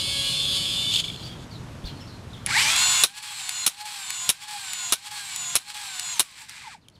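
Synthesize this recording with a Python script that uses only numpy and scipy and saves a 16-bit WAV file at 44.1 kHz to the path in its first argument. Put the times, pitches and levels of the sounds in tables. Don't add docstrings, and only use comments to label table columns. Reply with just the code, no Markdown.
import sys
import numpy as np
from scipy import signal
from scipy.fft import rfft, irfft, next_fast_len
from scipy.io import wavfile
from scipy.ndimage import uniform_filter1d

SR = 44100
rng = np.random.default_rng(int(sys.argv[2]) if len(sys.argv) > 2 else 0)


def linear_from_db(decibels):
    return 10 ** (np.asarray(decibels, float) / 20)


def store_wav(level_fs):
    pcm = np.round(np.clip(np.atleast_2d(level_fs), -1, 1) * 32767)
    wavfile.write(sys.argv[1], SR, pcm.T.astype(np.int16))


N = 308259
T = np.arange(N) / SR
POWER_OFF_S = 6.14


def in_time(rows):
    s, *columns = np.transpose(rows)
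    return [np.interp(T, s, c) for c in columns]


def at_hz(points, hz):
    table_hz, db = np.transpose(points)
    return np.interp(np.log(hz + 1), np.log(table_hz), db)


def resonance_db(modes, hz):
    return sum(top_db / (1 + ((hz - mode_hz) / width_hz) ** 2) for mode_hz, width_hz, top_db in modes)


def filtered(x, order, hz, kind):
    return signal.sosfilt(signal.butter(order, hz, kind, fs=SR, output="sos"), x)


def gate(start_s, end_s):
    return np.clip(np.minimum(T - start_s, end_s - T) / .005, 0, 1)


def drift(rate_hz, size=N):
    return np.interp(T[:size] * rate_hz, np.arange(400), rng.standard_normal(400)) * 1.22


def colour(x, spectrum):
    size = next_fast_len(N)
    hz = np.arange(size // 2 + 1) * SR / size
    y = irfft(rfft(x, size) * linear_from_db(at_hz(spectrum, hz)), size)[:N]
    return y / np.std(y)


def dying(start_s, t60_s, rise_s):
    age_s = np.maximum(T - start_s, 0)
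    return np.minimum(age_s / rise_s, 1) * linear_from_db(-60 * age_s / t60_s)


def gritty(spread_db):
    size = np.repeat(rng.standard_normal(N // 24 + 1), 24)[:N]
    return rng.standard_normal(N) * linear_from_db(spread_db * size)


def each_turn(rows, until_s=POWER_OFF_S + .045):
    return [(shot[0] + s, *values) for shot in SHOTS[:-1] for s, *values in rows if shot[0] + s < until_s]


# (time [s], gear speed [turns/s])
SPIN_SPEED = [(2.47, 25), (2.5, 41.8), (2.55, 72.6), (2.58, 94), (2.63, 112.8), (2.7, 131), (2.77, 141.5),
              (2.84, 146), (2.92, 146), (3.03, 143.2)]
# (time after release [s], gear speed [turns/s])
CAM_SPEED = [(.09, 163), (.125, 167.8), (.2, 169.8), (.25, 167.5), (.31, 162.5), (.408, 150.2), (.575, 144),
             (.62, 143.2)]
# (time [s], gear speed [turns/s])
COAST_SPEED = [(6.17, 128.1), (6.42, 90), (6.5, 76), (6.56, 65), (6.65, 43.5), (6.71, 28.5), (6.76, 16),
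               (6.82, 5)]
# (time [s], mesh line [dB], double mesh line [dB])
SPIN_LOAD = [(2.47, -63, -47), (2.52, -28, -48), (2.56, -24, -40), (2.6, -25, -38), (2.64, -38, -28.5),
             (2.75, -27, -34), (2.79, -28.5, -23), (3.03, -29, -22.5)]
# (time from release [s], mesh line [dB], double mesh line [dB])
CAM_LOAD = [(-.6, -100, -80), (-.36, -53, -49.5), (-.22, -45, -38), (-.1, -43.5, -34.5), (-.06, -44, -32),
            (-.01, -40.5, -35)]
# (time [s], mesh line [dB], double mesh line [dB])
COAST_LOAD = [(6.2, -72, -80), (6.48, -66, -75), (6.52, -45, -66), (6.59, -60, -60), (6.65, -46.5, -45),
              (6.69, -49, -58), (6.72, -60, -47), (6.76, -64, -54), (6.82, -66, -60)]
# (time [s], level [dB], treble [dB])
SPIN_GRIND = [(2.47, -17, -2), (2.476, -37, -2), (2.502, -26.5, -10), (2.58, -18, -3), (3.025, -13, 2)]
# (time after release [s], level [dB], treble [dB])
CAM_GRIND = [(.05, -17.5, 1.5), (.095, -23.5, -2.5), (.15, -11, 2), (.18, -20.5, -3), (.195, -12, 1.5),
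             (.45, -15, 0.5), (.615, -16.5, 2)]
# (time [s], level [dB], treble [dB])
COAST_GRIND = [(6.245, -21, 2), (6.337, -23.5, -5), (6.421, -18, 1.5), (6.482, -30, -3),
               (6.489, -19.5, -0.5), (6.735, -26, -14), (6.775, -43, -6.5), (6.82, -66.5, 6)]
# (frequency [Hz], level [dB])
GRIND_BODY = [(290, -53), (500, -27.5), (670, -21), (822, -5), (1170, -5.5), (1410, -8.5), (1590, -4.5),
              (1870, -5.5), (2460, -1), (2810, -2.5), (4230, -1), (6560, -9.5), (7710, -3), (15600, -26),
              (16500, -63.5)]
# (frequency [Hz], width [Hz], lift [dB])
HOUSING = [(872, 63, 17), (1560, 78, 0.5), (2300, 94, 6), (2950, 40, -0.5), (4200, 180, 2.5)]
COMMUTATOR_DB = [-21.5, -16.5, -20, -15, -18]
SIDEBAND_DB = {1: [-6, 0, -4, -14], 2: [-12, 0, -4, -17], 3: [-40, -15, -40, -40]}
COMMUTATOR, MESH, OUTPUT, IDLER = 5, 24, 7.2, 26.4
BATTERY_SAG_PER_S = .7
COAST_DB, SLOW_RIPPLE_DB, SLOW_GROWL_DB = -5, -20, 10


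def launcher_grit(turns, angle, level_db, treble_db):
    throb = 1 + 0.037 * np.cos(COMMUTATOR / 2 * angle)
    grit = colour(gritty(spread_db=2.0) * throb, GRIND_BODY)
    treble = filtered(grit, 2, 5500, "high")
    growl = filtered(grit, 2, [1400, 2600], "band")
    growl *= linear_from_db(SLOW_GROWL_DB * np.clip(1 - turns / 140, 0, 1)) - 1
    return linear_from_db(level_db - 2.0 + 0.65 * drift(40)) * (grit + (linear_from_db(treble_db) - 1) * treble + growl)


def launcher_lines(turns, level_db):
    before_release = [(shot[0] + s, *dbs) for shot in SHOTS[1:] for s, *dbs in CAM_LOAD]
    mesh_db, double_db = in_time(SPIN_LOAD + before_release + COAST_LOAD)
    cut_db = COAST_DB * gate(POWER_OFF_S, 9)
    drive_db = level_db + cut_db
    slow_db = SLOW_RIPPLE_DB * np.clip(1 - turns / 115, 0, 1)
    lines = [(COMMUTATOR * k, drive_db + db + slow_db / 2) for k, db in enumerate(COMMUTATOR_DB, 1)]
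    lines += [(OUTPUT, double_db - 18), (IDLER, drive_db - 16.5)]
    for times, steps in SIDEBAND_DB.items():
        base_db = mesh_db if times == 1 else double_db
        for j, db in enumerate(steps, -1):
            side_db = base_db + db + (1 + abs(j)) * cut_db + abs(j) * slow_db
            lines.append((MESH * times + COMMUTATOR * j, side_db))
    return lines


def launcher():
    loaded = [(s, turns - BATTERY_SAG_PER_S * (s - SHOTS[0][0]))
              for s, turns in each_turn(CAM_SPEED, POWER_OFF_S)]
    turns, = in_time(SPIN_SPEED + loaded + COAST_SPEED)
    angle = 2 * np.pi * np.cumsum(turns) / SR
    level_db, treble_db = in_time(SPIN_GRIND + each_turn(CAM_GRIND) + COAST_GRIND)
    level_db = level_db + gain_db()
    out = launcher_grit(turns, angle, level_db, treble_db)
    for k, db in launcher_lines(turns, level_db):
        hz = k * turns
        bass_cut = 1 / (1 + (650 / hz) ** 8)
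        rough_db = 1.5 if k == MESH or k > 40 else 3.2
        level = linear_from_db(db + resonance_db(HOUSING, hz) + rough_db * drift(25))
        out += bass_cut * level * np.sin(k * angle + min(.2 * rough_db, .45) * drift(55))
    return out * gate(SPIN_GRIND[0][0], COAST_GRIND[-1][0])


# (time [s], peak [dB], treble [dB], rebound delay [s], rebound [dB])
SHOTS = [
    (3.035, 4.5, -2, 0.012, -20),
    (3.663, 0, 1, 0.011, -6),
    (4.29, -2, 1, 0.009, -2.5),
    (4.922, 1, -1.5, 0.01, -7),
    (5.553, -1.5, -0.5, 0.0089, -2),
    (6.194, -1, 0.5, 0.0082, -2),
]
# (frequency [Hz], level [dB])
SHOT_BODY = [(59, -57.5), (100, -14.5), (589, -14.5), (1240, -7.5), (2080, -11.5), (2360, -5.5), (3120, -3),
             (3860, 3), (4780, -8.5), (5430, -2), (7330, -9), (10100, -4), (14500, -23), (15500, -24),
             (16500, -52)]
SHOT_T60_S, REBOUND_T60_S, RATTLE_T60_S = .06, .042, .25


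def plunger():
    burst, out = colour(gritty(spread_db=2.5), SHOT_BODY), 0
    treble = filtered(burst, 2, 7000, "high")
    for s, peak_db, treble_db, delay_s, rebound_db in SHOTS:
        crack = dying(s, SHOT_T60_S, .002) + dying(s + .0013, .012, .0004)
        rebound = linear_from_db(rebound_db) * dying(s + delay_s, REBOUND_T60_S, 0.00035)
        rattle = linear_from_db(-29.5) * dying(s, RATTLE_T60_S, 0.0026)
        bright_burst = burst + (linear_from_db(treble_db + 5.0) - 1) * treble
        out = out + linear_from_db(peak_db - 13) * (crack + rebound + rattle) * bright_burst
    return out


# (time [s], level [dB], upper housing mode [dB], mode frequency [Hz])
ARM = [(0.0, -27, 3, 4100), (0.1, -27.5, 5.5, 4280), (0.27, -25.5, 5, 4000), (0.4, -25.5, 8, 4380),
       (0.576, -23.5, 3, 4100), (0.6, -27.5, 1, 4680), (0.9, -25.5, 3.5, 4650)]
# (time [s], level [dB])
ARM_COAST = [(0.94, -24.5), (1.0, -30.5), (1.08, -36), (1.17, -43), (1.25, -45), (1.33, -53), (1.45, -55)]
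# (time [s], shaft speed [turns/s])
ARM_SPEED = [(0.0, 184.8), (0.16, 185.5), (0.24, 184.0), (0.37, 183.8), (0.64, 187.4), (0.92, 187.1)]
# (frequency [Hz], level [dB])
ARM_BODY = [(450, -26.5), (1950, -29.5), (2250, -17.5), (2550, -14.5), (3000, -5), (3550, 1), (3750, -10),
            (4350, -7.5), (5100, -12.5), (5900, -25.5), (6600, -13.5), (9000, -21), (12500, -29),
            (16000, -47)]
# (frequency [Hz], width [Hz], lift [dB])
ARM_MODES = [(6700, 420, -3.5), (9140, 270, 11), (11200, 200, 5)]
# (time [s], peak [dB], ring [Hz])
ARM_STOP = [(0.947, -19, 3520), (0.9756, -20.5, 3360), (1.041, -20, 3360), (1.082, -22.5, 3520),
            (1.1, -24, 3360), (1.1433, -39, 3500), (1.1733, -39, 4210), (1.2261, -37, 4080),
            (1.2386, -40, 4610), (1.293, -37, 3270)]
ARM_POLE_DB, ARM_MESH_DB, ARM_DRIFT_DB = 10, 6, 4
ARM_REPEAT = .8


def arm_lines(upper_db, upper_hz, size):
    turns = in_time(ARM_SPEED)[0][:size]
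    angle, lines = 2 * np.pi * np.cumsum(turns) / SR, 0
    for k, start in enumerate(rng.normal(0, 1.4, 84), 1):
        hz = k * turns
        line_db = at_hz(ARM_BODY, hz) + ARM_POLE_DB * (k in (3, 6, 9)) + ARM_MESH_DB * (k in (12, 60))
        line_db += upper_db[:size] / (1 + ((hz - upper_hz[:size]) / 250) ** 2)
        line_db += resonance_db(ARM_MODES, hz)
        waver = drift(10, size=size) + .5 * drift(35, size=size)
        line_db += ARM_DRIFT_DB * min(k / 14, 1, 28 / k) * waver
        lines = lines + linear_from_db(line_db) * np.cos(k * angle + start + .5 * drift(13.9, size=size))
    return lines / np.sqrt(uniform_filter1d(lines ** 2, size=4000))


def arm():
    _, upper_db, upper_hz = in_time(ARM)
    level_db, = in_time([row[:2] for row in ARM] + ARM_COAST)
    repeat = ARM_REPEAT * gate(-1, .915)
    lumps = linear_from_db((1 + 2 * (T > .93)) * drift(55))
    out = np.sqrt(1 - repeat) * colour(gritty(spread_db=3.0), ARM_BODY) * lumps
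    out[:SR] += np.sqrt(repeat[:SR]) * arm_lines(upper_db, upper_hz, SR)
    out *= linear_from_db(level_db) * gate(-1, ARM_COAST[-1][0])
    for s, peak_db, hz in ARM_STOP:
        ring = np.sin(2 * np.pi * hz * T + 1.1 * drift(53.3)) + 0.2 * np.sin(2 * np.pi * 2300 * T)
        out += linear_from_db(peak_db + 2.0) * dying(s, 0.033, 0.00097) * ring
    return out


# (time [s], peak [dB], ring [Hz], broad part [dB])
TICKS = [
    (1.8632, -43, 8600, -7),
    (2.4625, -8, 10060, -9),
    (5.0599, -38, 8800, -11),
    (6.3149, -46, 8750, 0),
    (6.3949, -48, 8550, -2),
    (6.495, -33, 9000, 2),
]
# (time [s], peak [dB], ring [Hz], broad part [dB])
KNOCKS = [
    (2.4684, -19, 2290, -12),
    (2.507, -13, 2270, -29),
    (2.7024, -6, 2500, -16),
    (2.7634, -13, 3420, -1),
    (6.14, -27, 3990, -9),
    (6.8847, -36.5, 3130, -4.5),
    (6.8996, -51, 3140, -3),
]
# (time [s], peak [dB])
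CAM_TICKS = [(3.493, -19), (4.1047, -20), (4.7337, -20), (5.3612, -20), (5.9963, -21)]
# peak [dB], ring [Hz], broad part [dB]
BOUNCE = (-33, 6500, 0)
# peak [dB], ring [Hz], broad part [dB]
PAWL = (-37, 9300, 4)
BOUNCE_S, PAWL_S = .0345, .192
CAM_TICK_HZ, CAM_TICK_BROAD_DB, TICK_SPREAD = 9600, 2, .04


def ticks():
    bright = filtered(rng.standard_normal(N), 3, [1800, 11000], "band")
    again = [(shot[0] + BOUNCE_S, *BOUNCE) for shot in SHOTS] + each_turn([(PAWL_S, *PAWL)])
    again += [(s, db, CAM_TICK_HZ, CAM_TICK_BROAD_DB) for s, db in CAM_TICKS]
    again = [(s, db, hz * (1 + TICK_SPREAD * rng.normal()), broad_db) for s, db, hz, broad_db in again]
    out = 0
    for s, peak_db, hz, broad_db in TICKS + KNOCKS + again:
        body = .4 * np.sin(2 * np.pi * hz * T) + linear_from_db(broad_db - 3) * bright
        out = out + linear_from_db(peak_db + 6) * dying(s - .0005, 0.014, 0.00038) * body
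    return out


# (time [s], length [s], start [Hz], end [Hz], level [dB])
BIRDS = [(1.17, 0.032, 4400, 4000, -49.5), (1.23, 0.048, 4700, 4600, -45.5),
         (1.285, 0.058, 3430, 3200, -50.5), (1.51, 0.06, 4800, 3750, -55), (1.59, 0.02, 7330, 5900, -64),
         (1.84, 0.017, 3130, 3800, -51.5), (1.854, 0.026, 4900, 3960, -46.5),
         (1.87, 0.041, 3700, 3100, -53), (2.005, 0.024, 5500, 5240, -54), (1.993, 0.041, 3800, 2594, -57),
         (2.048, 0.041, 5500, 5450, -64), (2.068, .022, 3870, 4950, -55), (2.09, 0.038, 4440, 3840, -57),
         (1.95, 0.049, 4350, 4200, -57), (2.131, 0.035, 4400, 4000, -55), (2.332, 0.026, 3950, 3100, -56),
         (2.302, 0.015, 3700, 4150, -55), (2.364, 0.032, 2800, 3550, -54.5),
         (2.388, 0.043, 4200, 3850, -65), (2.397, 0.068, 3500, 3080, -63),
         (6.813, 0.055, 5100, 2560, -69.5), (1.878, 0.025, 2800, 2950, -55),
         (6.921, 0.012, 3900, 4550, -67), (6.931, 0.023, 4530, 4480, -72), (6.953, 0.016, 5070, 2970, -66)]


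def birds():
    out = np.zeros(N)
    for s, length_s, start_hz, end_hz, db in BIRDS:
        part = np.arange(round(length_s * SR)) / (length_s * SR)
        hz = start_hz + (end_hz - start_hz) * part ** 0.68
        note = np.sin(np.pi * part) ** 0.085 * np.sin(2 * np.pi * np.cumsum(hz) / SR)
        at = round(s * SR)
        out[at:at + len(part)] += linear_from_db(db + 10.0) * note
    hoarse = .6 + 2 * signal.lfilter([.06], [1, -.94], rng.standard_normal(N))
    out *= linear_from_db(2.5 * drift(57)) * hoarse
    echo = rng.standard_normal(N) * dying(0.0036, 0.21, 0.011)
    return out + linear_from_db(-29.5) * signal.fftconvolve(out, echo[:SR // 4])[:N]


# (frequency [Hz], level [dB])
STREET = [(15, -35), (30, -12), (70, -6), (120, 0), (200, -7), (400, -16.5), (750, -20.5), (1200, -22),
          (2100, -28.5), (3500, -30), (8000, -38.5), (12000, -44.5), (16500, -72)]
# (time [s], width [s], lift [dB])
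RUMBLES = [
    (4.75, 0.11, 1),
    (5.35, 0.3, 2),
]
# (time [s], peak [dB])
WIND = [
    (1.849, -22.5),
]
STREET_LEVEL_DB = -42


def street():
    swell_db = sum(db * np.exp(-((T - s) / width_s) ** 2) for s, width_s, db in RUMBLES)
    level_db = STREET_LEVEL_DB + gain_db() + swell_db + 2 + 0.43 * drift(7.1)
    out = linear_from_db(level_db) * colour(rng.standard_normal(N), STREET)
    (s, peak_db), = WIND
    return out + linear_from_db(peak_db) * dying(s - .01, 0.13, 0.01) * np.sin(2 * np.pi * 45 * T)


SINK_DB_PER_S, DUCK_DB, RECOVER_DB_PER_S, DUCK_S = 20, -26, 13.5, 0.024


def gain_db():
    out = -SINK_DB_PER_S * np.maximum(T - SPIN_SPEED[0][0], 0)
    for shot in SHOTS:
        out = np.where(T > shot[0], DUCK_DB + RECOVER_DB_PER_S * (T - shot[0]), out)
    late = np.append(np.zeros(int(DUCK_S * SR / 2)), out)[:N]
    return uniform_filter1d(late, int(DUCK_S * SR), mode="nearest")


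def scene():
    return (launcher() + plunger() + arm() + ticks() + birds() + street())[None]


def band_limit(x):
    return signal.sosfilt(signal.butter(12, 16810, fs=SR, output="sos"), x)


def record(dry):
    top_cut = signal.cheby2(10, 60, 16900, fs=SR, output="sos")
    mix = signal.sosfilt(top_cut, .85 * np.tanh(dry / 0.83))
    return band_limit(mix)


dry = scene()
out = record(dry)
store_wav(out)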